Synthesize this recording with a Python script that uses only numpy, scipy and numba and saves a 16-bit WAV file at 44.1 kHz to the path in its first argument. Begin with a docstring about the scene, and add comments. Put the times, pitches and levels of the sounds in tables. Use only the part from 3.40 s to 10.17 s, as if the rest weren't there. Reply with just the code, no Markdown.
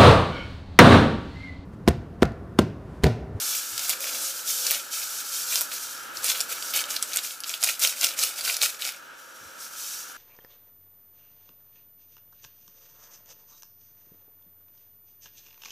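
"""Sugar sachet over a pan

A paper sachet of fine sugar is shaken and squeezed over a steel pan of milk, close to the microphone.
Sliding sugar hisses as dense filtered impulses; bent paper crackles as short damped vibrations and its
creases snap as brief runs of slips. Landing grains patter as sparser filtered impulses, and handling thuds.
Resonators ring the hollow pan, noise tails the small kitchen; filtered noise and sines whir throughout."""
import sys
import numpy as np
from scipy import signal
from scipy.fft import rfft, irfft
from scipy.io import wavfile
from scipy.ndimage import uniform_filter1d
from numba import njit

SR = 44100
rng = np.random.default_rng(int(sys.argv[2]) if len(sys.argv) > 2 else 0)


def digitize_waveform(pressure):
    """Quantize a signal to 16-bit integers and store it at the path in sys.argv[1].

    Rows of a 2-D input are taken as channels; values are limited to [-1, 1].
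    """
    field = np.atleast_2d(pressure).T
    bounded = np.clip(field, -1, 1)
    quanta = np.round(bounded * 32767).astype(np.int16)
    wavfile.write(sys.argv[1], SR, quanta)


N = 298557
TIME = np.arange(N) / SR
TOP_HZ = 15100  # upper limit of the paper's pitches and of the whole sound


def undb(db):
    """Level to amplitude: 20 dB is a factor of ten."""
    return 10 ** (np.asarray(db) / 20)


def unit(x):
    """Normalization of mean power: scale to rms 1."""
    return x / np.sqrt(np.mean(x ** 2))


def colour(x, points):
    """Minimum-phase filtering through (f/Hz, level/dB) points; white noise keeps its power."""
    size = 4096
    hz, db = np.transpose(points)
    freqs = np.maximum(np.fft.rfftfreq(size, 1 / SR), 1)
    gain = undb(np.interp(np.log(freqs), np.log(hz), db))
    # folding the cepstrum onto positive time makes the filter causal
    cepstrum = irfft(np.log(gain))
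    cepstrum[1:size // 2] *= 2
    cepstrum[size // 2 + 1:] = 0
    response = irfft(np.exp(rfft(cepstrum)))
    return signal.fftconvolve(x, response / np.linalg.norm(response))[:len(x)]


def resonance(x, hz, width_hz):
    """Simple resonance: a two-pole band-pass with gain 1 at the centre."""
    top = .4 * SR
    centre = min(hz, top)
    quality = centre / min(width_hz, top)
    b, a = signal.iirpeak(centre, quality, fs=SR)
    return signal.lfilter(b, a, x)


def walk(rate):
    """Slow random modulation: smoothed chance of spread near 1, with rate new values a second."""
    k = int(SR / rate)
    steps = np.repeat(rng.standard_normal(N // k + 1), k)
    return 1.2 * uniform_filter1d(steps, k)[:N]


def add(out, s, sound):
    """Superposition: mix a short sound in at time s."""
    i = int(np.clip(s * SR, 0, N - 1))
    out[i:i + len(sound)] += sound[:N - i]


def stereo(mid, side):
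    """Sum and difference: left and right from mid and side."""
    return np.array([mid + side, mid - side])


def clicks(rate, spread_db):
    """Random impulse train: rate a second on average, of uneven size and either sign."""
    chance, size, sign = rng.random((3, N))
    return (chance < rate / SR) * undb(spread_db * size ** 2) * np.sign(sign - .5)


@njit
def ring(kicks, hz, cycles):
    """Damped free vibration: each kick rings at its own pitch; equal kicks carry equal energy."""
    out = np.zeros(len(kicks))
    for i in np.nonzero(kicks)[0]:
        life = cycles * SR / hz[i]  # samples in which the amplitude falls to 1/e
        z = kicks[i] / np.sqrt(life) + 0j
        turn = np.exp(2j * np.pi * hz[i] / SR - 1 / life)
        for j in range(i, min(i + int(6 * life), len(out))):
            out[j] += z.imag
            z *= turn
    return out


# spectrum of the whir: (f/Hz, relative level/dB)
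WHIR_SPECTRUM = [(30, -26), (130, -29), (270, -11.5), (430, -14), (520, -9), (700, -15), (850, -8.5),
                 (1080, -12), (1330, 4), (1450, 1), (1700, -2), (1900, -13.5), (3000, -10.5),
                 (12000, -42.5)]
# stereo width of the whir against frequency: (f/Hz, relative side level/dB)
WHIR_WIDTH = [(60, -2.5), (200, -15), (700, -0.5), (1300, -7.5), (2400, -2.5), (4400, -26), (8000, -12),
              (15000, -18)]
# steady tones of the appliance: (f/Hz, level/dB against the whir)
HUM_TONES = [(48.4, -41), (92, -37.5), (156.1, -29.5), (942, -20.5)]
# level of whir and tones: (t/s, level/dB)
WHIR_LEVEL = [(0, -45), (1.5, -45), (3.0, -42.5), (3.7, -44), (3.9, -48), (5.3, -47.5), (5.9, -48.5),
              (6.77, -47)]


def appliance(width_db=-4, waver_db=2.5):
    """Broadband noise plus tones: a fan-like whir with hum lines that waver in level and pitch."""
    mid = colour(rng.standard_normal(N), WHIR_SPECTRUM)
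    # independent noise at the sides widens the whir
    side_noise = colour(rng.standard_normal(N), WHIR_SPECTRUM)
    side = undb(width_db) * unit(colour(side_noise, WHIR_WIDTH))
    hum = np.zeros(N)
    for hz, db in HUM_TONES:
        amplitude = np.sqrt(2) * undb(db + waver_db * walk(6.9))
        cycles = np.cumsum(hz + 1.53 * walk(8)) / SR
        hum += amplitude * np.sin(2 * np.pi * cycles)
    level_db = np.interp(TIME, *np.transpose(WHIR_LEVEL)) + 1.0 * walk(9.5)
    return stereo(mid + hum, side) * undb(level_db)


# sugar slides along the tilted sachet: (start t/s, length t/s, level/dB)
SLIDES = [(-0.059, 0.23, -28), (0.252, 0.22, -37.5), (0.576, 0.3, -30.5), (0.934, 0.05, -35),
          (1.032, 0.27, -28), (1.496, 0.051, -28.5), (1.586, 0.26, -34.5), (1.891, 0.25, -31.5),
          (2.269, 0.23, -35.5), (2.583, 0.07, -43.5), (3.059, 0.25, -36), (5.743, 0.36, -52.5),
          (6.169, 0.14, -41.5), (6.34, 0.27, -36.5)]
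# the fingers squeeze and jerk the sachet:
# (start t/s, length t/s, level/dB, share of paper crackle against sugar 0-1)
SQUEEZES = [(0.353, 0.13, -33, 0.24), (0.467, 0.028, -25, 0.46), (0.586, 0.15, -36.5, 1),
            (1.236, 0.092, -29, 0.38), (1.551, 0.071, -36.0, 0.67), (2.097, 0.071, -28.0, 0.23),
            (2.297, 0.038, -33, 0.4), (2.726, 0.063, -36, 0.1), (2.815, 0.081, -24, 0.23),
            (2.934, 0.075, -32, 0.27), (3.078, 0.049, -33, 0.81), (3.321, 0.047, -24, 0.55),
            (3.473, 0.045, -26.5, 0.74), (3.586, 0.14, -39.5, 0.3), (3.7, 0.064, -31.0, 0.63),
            (3.805, 0.047, -29.5, 0.1), (3.883, 0.034, -36.5, 0.16), (4.035, 0.11, -35, 0.4),
            (4.197, 0.097, -27.0, 0.47), (4.388, 0.07, -22.5, 0.37), (4.546, 0.073, -34.0, 0.1),
            (4.594, 0.05, -24.5, 0.77), (4.758, 0.095, -25.0, 0.25), (4.947, 0.041, -31.5, 0.55),
            (5.014, 0.13, -28.5, 0.42), (5.2, 0.021, -18.5, 0.46), (5.38, 0.099, -33.5, 0.68)]
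SLIDE_ATTACK_S, SLIDE_RELEASE_DB_PER_S = 0.053, 86
SQUEEZE_ATTACK_S, SQUEEZE_RELEASE_DB_PER_S = 0.04, 187
SLIDE_PAPER_SHARE = 0.031  # power of a slide that also bends the paper
TRICKLE_DB = -55.5  # a few grains keep moving between the slides


def stroke(start_s, length_s, attack_s, release_db_per_s):
    """Linear attack and exponential release: one movement rises, holds to its length, then dies away."""
    t = TIME - start_s
    return np.clip(t / attack_s, 0, 1) * undb(-release_db_per_s * np.maximum(t - length_s, 0))


def hand(surge_db=1.5, jerk_db=1.47):
    """Power addition of unsteady movements: gains of sliding sugar, shaken sugar and bending paper."""
    slides = [undb(db) * stroke(s, length, SLIDE_ATTACK_S, SLIDE_RELEASE_DB_PER_S)
              for s, length, db in SLIDES]
    squeezes = [undb(db) * stroke(s, length, SQUEEZE_ATTACK_S, SQUEEZE_RELEASE_DB_PER_S)
                for s, length, db, _ in SQUEEZES]
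    paper_share = np.clip(np.array(SQUEEZES)[:, 3], 0, 1)
    slide_power = np.square(slides).sum(axis=0) + undb(TRICKLE_DB) ** 2
    sliding = slide_power * undb(surge_db * walk(22)) ** 2
    squeezing = np.square(squeezes) * undb(jerk_db * walk(45)) ** 2
    shaken = (1 - paper_share) @ squeezing
    bending = paper_share @ squeezing + SLIDE_PAPER_SHARE * sliding
    return np.sqrt([sliding, shaken, bending])


# spectrum of grains ticking on paper: (f/Hz, relative level/dB)
SUGAR_SPECTRUM = [(150, -28.5), (500, -35), (1000, -27), (2000, -22), (3200, -5.5), (4900, -1.5),
                  (5600, 0.5), (7500, 1), (9000, -1.5), (15000, -3)]


def sugar():
    """Shot noise: thousands of crystals a second tick along the paper, in small surges."""
    grains = clicks(rate=14000, spread_db=10) * undb(.8 * walk(70))
    return unit(colour(grains, SUGAR_SPECTRUM))


MOUTH_HZ, MOUTH_WIDTH_HZ, MOUTH_DB = 5800, 820, -13  # MOUTH_DB holds at the start
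EMPTYING_DB_PER_S = 1.4  # the mouth rings more freely as the sachet empties


def mouth(x):
    """Cavity resonance: the open end of the emptying sachet rings ever more strongly in the hiss."""
    ring_gain = undb(MOUTH_DB + EMPTYING_DB_PER_S * TIME)
    ringing = x + ring_gain * resonance(x, MOUTH_HZ, MOUTH_WIDTH_HZ)
    # divide by the rms over one second, so the tone grows but the loudness does not
    return ringing / np.sqrt(uniform_filter1d(ringing ** 2, SR))


# spectrum of sound radiated by the paper: (f/Hz, relative level/dB)
PAPER_SPECTRUM = [(100, -44), (280, -17.5), (600, -11), (1000, -8.5), (1800, -5.5), (2400, 0.5),
                  (4500, 2.5), (7500, 0.5), (10000, 0), (15000, 2)]


def crackle():
    """Buckling: tiny facets ring in clusters; pitch wanders as other patches take the strain."""
    pitch = (1300 + 13000 * rng.random(N) ** 1.3) * 2 ** (.25 * walk(45))
    facets = ring(clicks(rate=1200, spread_db=20.5), np.minimum(pitch, TOP_HZ), 1.06)
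    fibres = clicks(rate=4000, spread_db=9.0)
    paper = colour(unit(facets) + undb(-1.0) * unit(fibres), PAPER_SPECTRUM)
    return unit(paper * undb(3.14 * walk(130)))


# big creases that snap through: (t/s, level/dB before SNAP_DB, centre f/Hz, snaps in the run)
BIG_CREASES = [(.152, -17, 10600, 1), (.379, -12, 5770, 1), (.3935, -16.5, 6400, 1),
               (.4946, -6.5, 11000, 2), (.6054, -17, 10000, 1), (1.267, -7, 6000, 1),
               (1.3026, -15, 4100, 1), (1.3095, -5, 12000, 2), (2.1568, -5.5, 5600, 1),
               (2.2097, -8.5, 11300, 2), (2.7712, -19, 4940, 1), (2.8437, -9, 8800, 1),
               (2.8982, -11, 5300, 1), (3.005, -7.5, 7800, 2), (3.225, -17.5, 4970, 1),
               (3.3912, -15, 2800, 1), (3.4398, -17, 4200, 1), (3.5647, -10, 4400, 1), (3.626, -6, 6450, 1),
               (3.7332, -15, 5600, 1), (3.7604, -9.5, 8400, 1), (3.7714, -5.5, 7400, 1),
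               (4.0041, -19, 10400, 1), (4.0367, -18, 4350, 2), (4.0941, -15.5, 5470, 1),
               (4.1397, -14.5, 3520, 1), (4.2283, -8, 6000, 1), (4.2374, -3.5, 7600, 2),
               (4.2886, -10.5, 2420, 1), (4.3945, -15, 11000, 2), (4.4371, -10.5, 5900, 1),
               (4.4488, -4.5, 2540, 1), (4.4736, -6, 8100, 1), (4.612, -9.5, 6300, 1),
               (4.6408, -9, 3500, 2), (4.6444, -2.5, 7500, 1), (4.6685, -10, 5850, 1),
               (4.7902, -10.5, 6040, 2), (4.8362, -5.5, 8000, 1), (5.0095, -15.5, 5900, 1),
               (5.0511, -14.5, 5900, 1), (5.1431, -14, 5300, 1), (5.1672, -11, 7050, 1),
               (5.2166, -6.5, 5300, 1), (5.2262, -6, 7760, 2), (5.4212, -13.5, 3270, 1)]
RUN_GAP_S, RUN_FADE_DB = .006, 1.5  # from one snap of a run to the next
# small creases; their level is given against the bending gain
CREASES_PER_S, CREASE_DB, CREASE_SCATTER_DB = 16, 12, 1.5
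CREASE_HZ, CREASE_SCATTER_OCTAVES = 7000, 0.48
SNAP_DB, SLIP_S = -2.5, 0.00083  # level offset of all snaps; time scale of the first run of slips


def creases(bend):
    """Random failure under strain: snaps as (s, dB, Hz), small ones as strong as the paper is bent."""
    events = []
    for s, db, hz, count in BIG_CREASES:
        for k in range(round(count)):
            events.append((s + k * RUN_GAP_S, db - k * RUN_FADE_DB, hz))
    chance = rng.standard_normal(size=(200, 4))
    # half the sum of two squared normals is an exponential waiting time
    waits = (chance[:, 0] ** 2 + chance[:, 1] ** 2) / 2 / CREASES_PER_S
    for s, (size, pitch) in zip(np.cumsum(waits), chance[:, 2:]):
        if s < TIME[-1]:
            bend_db = 20 * np.log10(bend[int(s * SR)])
            hz = CREASE_HZ * 2 ** (CREASE_SCATTER_OCTAVES * pitch)
            events.append((s, bend_db + CREASE_DB + CREASE_SCATTER_DB * size, hz))
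    return events


def snaps(rows, width=1.0, crack_db=-5, crack_slope=0.18, stutter_db=-12, stutter_s=0.0041):
    """Snap-through instability: a crease slips for about 1 ms, stutters on and rings its patch of paper."""
    out, t = np.zeros(N), TIME[:SR // 40]
    for s, db, hz in rows:
        run = rng.choice([-1., 1.], len(t)) * np.exp(-(t / SLIP_S) ** 2 / 2)
        stutter = unit(rng.standard_normal(len(t)) ** 3) * np.exp(-t / stutter_s)
        slips = run + undb(stutter_db) * stutter
        patch = resonance(resonance(slips, hz, width * hz), hz, width * hz)
        # light snaps sound mostly their own patch; hard ones crack over the whole range
        burst = colour(patch + undb(crack_db + crack_slope * db) * slips, PAPER_SPECTRUM)
        burst *= np.sqrt(SLIP_S * SR / 2) / np.linalg.norm(burst)  # equal energy before the level
        add(out, s, undb(db + SNAP_DB) * burst)
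    return out


# soft bumps of handling: (t/s of the envelope's peak, level/dB of the thud)
BUMPS = [(0.331, -57), (.39, -63.5), (2.79, -67), (3.37, -68), (6.03, -62)]


def bumps(hz=92, width_hz=50, rise_s=0.028, body_db=-1, body_hz=280):
    """Resonance under a soft push: handling gives a few low thuds with a hollow body."""
    out, t = np.zeros(N), TIME[:SR // 4]
    envelope = t / rise_s * np.exp(1 - t / rise_s)
    for s, db in BUMPS:
        push = rng.standard_normal(len(t))
        thud = unit(resonance(resonance(push, hz, width_hz), hz, width_hz))
        body = unit(resonance(resonance(push, body_hz, body_hz / 2), body_hz, body_hz / 2))
        add(out, s - rise_s, undb(db) * (thud + undb(body_db) * body) * envelope)
    return out


# spectrum of grains landing in the milk: (f/Hz, relative level/dB)
PATTER_SPECTRUM = [(100, -29), (280, -8), (420, -8), (520, 4.5), (610, 2.5), (740, -10.5), (1000, -9),
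                   (1400, -0.5), (2000, -15), (8000, -28)]
# level of the landing sugar: (t/s, level/dB)
POUR_LEVEL = [(.35, -74), (.5, -51.5), (.8, -47), (1.0, -57.5), (1.3, -50), (1.5, -60), (1.9, -70),
              (2.2, -54.5), (2.7, -71), (2.9, -54), (3.55, -50), (4.1, -75), (4.45, -58), (4.9, -51),
              (5.3, -60), (6.2, -56.5), (6.77, -85)]


def patter():
    """Sparse shot noise: falling grains land in the milk, a soft, hollow rustle from the pan's bottom."""
    landings = unit(colour(clicks(rate=1200, spread_db=6.5), PATTER_SPECTRUM))
    return landings * undb(np.interp(TIME, *np.transpose(POUR_LEVEL)))


# resonances of the hollow pan: (f/Hz, width f/Hz, level/dB against the direct sound)
PAN_MODES = [(530.6, 19.5, 10.5), (652, 105, 7), (1388, 173, 5.5), (2300, 410, -1.5), (3700, 160, -17),
             (4590, 120, -10.5), (5520, 250, -15.5)]


def pan(x):
    """Sympathetic resonance: the air and the wall of the pan ring along with the sachet."""
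    return x + sum(undb(db) * resonance(x, hz, width) for hz, width, db in PAN_MODES)


def kitchen(x, near_db=-8, near_t60=0.023, room_db=-9, room_t60=0.13, side_db=-2, side_hz=900,
            treble_side_db=-15):
    """Reverberation: quick reflections from the pan and the worktop, then the short tail of the room."""
    t = TIME[:SR // 3]

    def echoes(delay_s, t60, count=4):
        """Exponential decay of dense reflections; their pattern shifts as the sachet moves."""
        tails = rng.standard_normal((count, len(t))) * (t > delay_s) * undb(-60 * t / t60)
        # the sound is shared among the tails in slowly changing parts of constant total power
        shares = np.array([walk(9) for _ in tails])
        shares /= np.linalg.norm(shares, axis=0)
        return sum(signal.oaconvolve(x * share, tail / np.linalg.norm(tail))[:N]
                   for share, tail in zip(shares, tails))

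    mid = x + undb(near_db) * echoes(0.0013, near_t60) + undb(room_db) * echoes(0.0032, room_t60)
    # the side signal is mostly low-passed tail, with weaker treble
    tail = echoes(0.0018, room_t60, count=2)
    low_pass = signal.butter(1, side_hz, fs=SR, output="sos")
    side = signal.sosfilt(low_pass, tail) + undb(treble_side_db) * tail
    return stereo(mid, undb(room_db + side_db) * side)


def scene(slide_db=-0.02, shaken_db=-0.2, paper_db=0.85, snap_side_db=-14):
    """Superposition: the hand moves sugar and bends paper; creases snap with a slightly uneven stereo width."""
    sliding, shaken, bend = hand()
    cracks = snaps(creases(bend))
    grains = undb(slide_db) * sliding * mouth(sugar()) + undb(shaken_db) * shaken * sugar()
    sachet = grains + undb(paper_db) * bend * crackle() + cracks
    snap_width = stereo(0, undb(snap_side_db) * walk(150) * cracks)
    return kitchen(pan(sachet) + patter()) + snap_width + bumps() + appliance()


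def record(dry):
    """Saturation and band limiting: round the highest peaks and cut the top of the treble."""
    ceiling = .9
    rounded = dry / (1 + (dry / ceiling) ** 4) ** .25
    low_pass = signal.ellip(10, .2, 75, TOP_HZ, fs=SR, output="sos")
    return signal.sosfilt(low_pass, rounded)


dry = scene()
out = record(dry)
digitize_waveform(out)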